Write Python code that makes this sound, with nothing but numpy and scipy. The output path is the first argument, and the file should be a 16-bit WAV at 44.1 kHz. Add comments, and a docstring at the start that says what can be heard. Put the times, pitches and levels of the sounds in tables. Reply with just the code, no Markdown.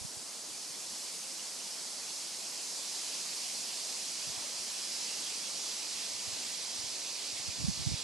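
"""A breeze rises in a summer forest: far crowns roar, boughs swish and leaves hiss overhead.
The foliage is coloured, patchy noise driven by one breeze curve. A camera turns slowly, so the treetop
hiss moves across its two microphone ports and leans further right. Eddies of air thump on the ports as
short swings of pressure in puffs of rumble, in opposite directions and harder on the right."""
import sys
import numpy as np
from scipy import signal
from scipy.fft import rfft, irfft, next_fast_len
from scipy.io import wavfile
from scipy.ndimage import uniform_filter1d, map_coordinates

SR = 44100
rng = np.random.default_rng(int(sys.argv[2]) if len(sys.argv) > 2 else 0)


def persist_wave(psi):
    """Save psi, clipped to +-1, as 16-bit WAV."""
    counts = np.round(np.clip(psi, -1, 1) * 32767).astype(np.int16)
    wavfile.write(sys.argv[1], SR, np.atleast_2d(counts).T)


N = 354519  # samples
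TOP_HZ = 15460  # band limit of the camera
FRAME = 512  # samples in a spectral frame of the foliage
FULL_DB = -40  # leaf level that counts as full breeze

# the turn: each pair is a value at AHEAD_S and its change per second
AHEAD_S = 3
LEAD_US, LEAD_US_PER_S = -2.6, -3.5  # lead of the left port, before its growth with pitch
BALANCE_DB, BALANCE_DB_PER_S = -4.2, -0.6  # left minus right, before the soft limit and the share per pitch
BALANCE_MOST_DB = 7  # soft limit: the camera body shades a port by no more than this
TILT_DB, TILT_DB_PER_S = 1.06, -0.63  # hiss tilt per octave: duller as the ports turn away


def amp(db):
    """Decibels to a linear factor."""
    return 10 ** (np.asarray(db) / 20)


def unit(x):
    """x scaled to an RMS of one."""
    return x / np.sqrt(np.mean(np.abs(x) ** 2) + 1e-30)


def along(points, hz):
    """(Hz, value) points read on a log frequency axis."""
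    f, v = np.transpose(points)
    return np.interp(np.log(hz + 1), np.log(f + 1), v)


def curves(rows, t):
    """The columns after the time, read at times t."""
    s, *cols = np.transpose(rows)
    return [np.interp(t, s, c) for c in cols]


def wobble(rate):
    """A smooth random curve, rate knots a second."""
    knots = rng.standard_normal(int(N * rate / SR) + 4)
    return map_coordinates(knots, [np.arange(N) * rate / SR])


def coloured(x, spectrum):
    """x filtered by (Hz, dB) points."""
    size = next_fast_len(N + 8192)
    gain = amp(along(spectrum, np.fft.rfftfreq(size, 1 / SR)))
    return irfft(rfft(x, size) * gain, size)[..., :N]


def turned(value, per_s, t):
    """A quantity that changes evenly as the camera turns."""
    return value + per_s * (t - AHEAD_S)


def port_wind():
    """Each eddy is a short falling swing of pressure in a puff of rumble; the ports move in opposition."""
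    # Eddies hitting the ports. Each row: centre in seconds, level in dB before the low cut,
    # pitch at the centre in Hz, width at half height in seconds.
    eddies = [(.022, -39, 85, 0.011), (.052, -34, 155, 0.0096), (0.174, -42, 136, .007),
              (.512, -51, 85, 0.011), (.708, -51, 125, .01), (.932, -54, 85, .01), (4.277, -42, 143, .012),
              (4.3, -41, 124, .008), (4.382, -40, 105, .007), (4.594, -53, 105, .011),
              (5.958, -51, 80, .011), (6.11, -54, 70, .01), (6.155, -55, 80, 0.011), (6.233, -51, 75, .012),
              (6.282, -38, 100, .013), (6.336, -43, 92, 0.011), (6.39, -52, 80, .01),
              (6.798, -42, 100, .011), (6.843, -43, 91, .012), (6.875, -50, 85, .012),
              (6.926, -51, 80, .014), (7.289, -54, 80, 0.0092), (7.339, -45, 90, .011),
              (7.405, -44, 97, .011), (7.489, -33.5, 120, 0.0085), (7.62, -35, 105, .009),
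              (7.649, -24.5, 155, 0.014), (7.69, -21, 190, 0.016), (7.715, -37, 114, .007),
              (7.779, -42, 95, .01), (7.8, -31, 140, .01), (7.828, -35, 122, .012),
              (7.871, -20.5, 140, 0.0095), (7.899, -36, 89, .012), (7.921, -25, 160, .008),
              (7.943, -27, 135, 0.0076), (8.035, -25, 171, 0.0054)]
    # Colour of the rumble. Each row: frequency in Hz, relative level in dB.
    rumble_colour = [(10, -60), (45, -8), (70, -2), (140, -6), (250, -10.5), (350, -18), (500, -70)]
    # The ports pass little of the slowest swings. Each row: frequency in Hz, gain in dB.
    low_cut = [(10, -30), (45, -11), (65, 1.5), (400, -2)]
    puff_db = -17  # rumble right around an eddy, against the eddy's level
    wake_db, wake_s = -28, 0.04  # fainter turbulence before and after it, and its fading time
    calm_db, calm_db_per_s = -83, 1  # the least draught, growing as the ports turn into the wind
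    lumps_db = 5.5  # how lumpy the draught and the wakes are

    t = np.arange(-SR // 8, SR // 8) / SR
    push, puffs, wakes = np.zeros((3, N + 2 * len(t)))
    phases = rng.uniform(-1.3, 1, len(eddies))
    for (s, db, hz, width), phase in zip(eddies, phases):
        here = slice(round(s * SR), round(s * SR) + len(t))
        bell = np.exp(-4 * np.log(2) * (t / width) ** 2)
        # the swing slows as the eddy spreads out
        swing = bell * np.cos(2 * np.pi * hz * (t - 0.08 * t ** 2 / width) + phase)
        balanced_swing = swing - bell * swing.sum() / bell.sum()  # no net push
        push[here] += amp(db) * balanced_swing
        puffs[here] += amp(db + puff_db) * bell ** 0.36
        wakes[here] += amp(db + wake_db) * np.exp(-np.abs(t) / wake_s)
    # drop the lead-in so that each eddy is centred on its time
    push, puffs, wakes = (v[len(t) // 2:][:N] for v in (push, puffs, wakes))

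    draught = amp(turned(calm_db, calm_db_per_s, np.arange(N) / SR) + 2.7 * wobble(2.05))
    flow = puffs + (wakes + draught) * amp(lumps_db * wobble(25))
    shared, own = unit(coloured(rng.standard_normal((2, N)), rumble_colour))
    right = coloured(push, low_cut) + flow * shared
    left = -amp(-7.5) * right + amp(-5.5) * flow * own
    return np.array([left, right])


def foliage(spectrum, patchy_db, tilts=False):
    """Countless leaves make patchy noise; the ports hear it with a lead and a level difference that turn."""
    # Likeness of the two ports. Each row: frequency in Hz, correlation from 0 to 1.
    alike = [(60, .1), (150, 0.3), (300, 0.49), (650, 0.69), (1400, 0.71), (3000, 0.76), (5000, 0.79),
             (8000, 0.75), (12000, 0.56)]
    # Shading by the camera body. Each row: frequency in Hz, share of the level difference as a factor.
    shadow = [(100, 0.3), (300, 0.95), (1300, .8), (2400, 1.2), (5000, 0.7), (8000, 0.11), (11000, .03)]

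    hz, t, z = signal.stft(rng.standard_normal((2, N)), SR, nperseg=FRAME)
    hz = hz[:, None]
    # patches: random levels smoothed over neighbouring pitches, then over time
    field = uniform_filter1d(rng.standard_normal(z.shape[1:]), size=5, axis=0)
    field = uniform_filter1d(field, size=10, axis=1)
    tilt_db = tilts * turned(TILT_DB, TILT_DB_PER_S, t)
    octaves = np.log2(np.clip(hz, 3000, 13000) / 5500)
    z = z * amp(patchy_db * unit(field) + tilt_db * octaves)

    spread = np.arccos(np.clip(along(alike, hz), -1, 1)) / 2
    common, apart = np.cos(spread) * z[0], np.sin(spread) * z[1]
    balance_db = turned(BALANCE_DB, BALANCE_DB_PER_S, t)
    balance_db = BALANCE_MOST_DB * np.tanh(balance_db / BALANCE_MOST_DB)
    # the camera body bends short waves, so the lead grows with pitch
    lead_s = turned(LEAD_US, LEAD_US_PER_S, t) * (0.58 + hz / 25000) / 10 ** 6
    # half of the difference goes to each port
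    half = amp(balance_db * along(shadow, hz) / 2) * np.exp(1j * np.pi * hz * lead_s)
    ports = np.array([(common + apart) * half, (common - apart) / half])
    pair = signal.istft(ports, SR, nperseg=FRAME)[1][:, :N]

    pair = coloured(pair, spectrum)
    # even out the level over one second, so that the caller sets it
    slow = np.sqrt(np.abs(uniform_filter1d(pair.mean(axis=0) ** 2, size=SR)))
    return pair / slow


def far_crowns(hiss_db):
    """Distant treetops blend into a low roar that grows less than the near leaves do."""
    # Colour of the roar. Each row: frequency in Hz, relative level in dB.
    roar_colour = [(18, -70), (30, -40), (38, -36), (133, -11), (156, -7), (189, -2.5), (291, -3),
                   (450, -3), (626, -2), (798, -3), (966, -3), (1270, -6.5), (1900, -9.5), (2470, -18),
                   (4180, -120)]
    full_breeze_db, grows = -54.5, 0.33  # grows: dB gained per dB of breeze
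    level_db = full_breeze_db + grows * (hiss_db - FULL_DB) + 0.45 * wobble(1.6)
    return amp(level_db) * foliage(roar_colour, patchy_db=1.0)


def boughs(hiss_db, gust, t):
    """Leafy boughs swish dB for dB with the breeze, and grow as they come round into the ports' view."""
    # Colour of the swish. Each row: frequency in Hz, relative level in dB.
    swish_colour = [(1300, -36), (1600, -15.5), (2000, -7), (2430, -3), (3040, -2.5), (3500, -0.5),
                    (3800, -5.5), (4100, -2.5), (4600, -62)]
    ahead_db, db_per_s = -50.5, 0.46  # at full breeze: level at AHEAD_S, change per second
    level_db = turned(ahead_db, db_per_s, t) + (hiss_db - FULL_DB)
    return amp(level_db + 0.4 * gust + 0.3 * wobble(4.1)) * foliage(swish_colour, patchy_db=1.57)


def leaves_and_top_band(hiss_db, gust):
    """Near leaves hiss in a broad treble band; a faint, patchy, very high band is added above it."""
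    # Colour of the hiss. Each row: frequency in Hz, relative level in dB.
    hiss_colour = [(3200, -60), (3700, -8.5), (4000, -5), (4400, -1), (4930, 0), (6000, -1.5), (7780, -4),
                   (10500, -9.5), (11400, -13.5), (12000, -19.5), (12600, -29), (13000, -48), (13300, -80)]
    # Colour of the very high band. Each row: frequency in Hz, relative level in dB.
    top_colour = [(13400, -60), (13900, -6), (14500, 3), (15100, -6), (15400, -26)]
    level = amp(hiss_db + 0.29 * gust + 0.12 * wobble(13))
    hiss = foliage(hiss_colour, patchy_db=0.77, tilts=True)
    top_band = amp(-40) * foliage(top_colour, patchy_db=4.5)  # the same kind of patchy noise
    return level * (hiss + top_band)


def forest():
    """One breeze drives far crowns, boughs and leaves; each also swells a little by itself."""
    # The breeze. Each row: time in seconds, level of the leaf hiss in dB before its small swells.
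    breeze = [(0, -45.5), (.8, -43), (1.7, -42), (2.45, -41.5), (2.6, -40), (3.2, -40), (3.6, -39.5),
              (4.3, -40), (4.8, -39.5), (6, -39.5), (6.9, -40.4), (8.04, -40.5)]
    t = np.arange(N) / SR
    hiss_db, = curves(breeze, t)
    gust = wobble(7)  # swells shared by boughs and leaves
    return far_crowns(hiss_db) + boughs(hiss_db, gust, t) + leaves_and_top_band(hiss_db, gust)


def scene():
    """The wind on the ports and the forest."""
    return port_wind() + forest()


def record(dry):
    """The camera keeps nothing above its band limit."""
    size = next_fast_len(N + 8192)
    kept = np.fft.rfftfreq(size, 1 / SR) < TOP_HZ
    return irfft(rfft(dry, size) * kept, size)[:, :N]


dry = scene()
out = record(dry)
persist_wave(out)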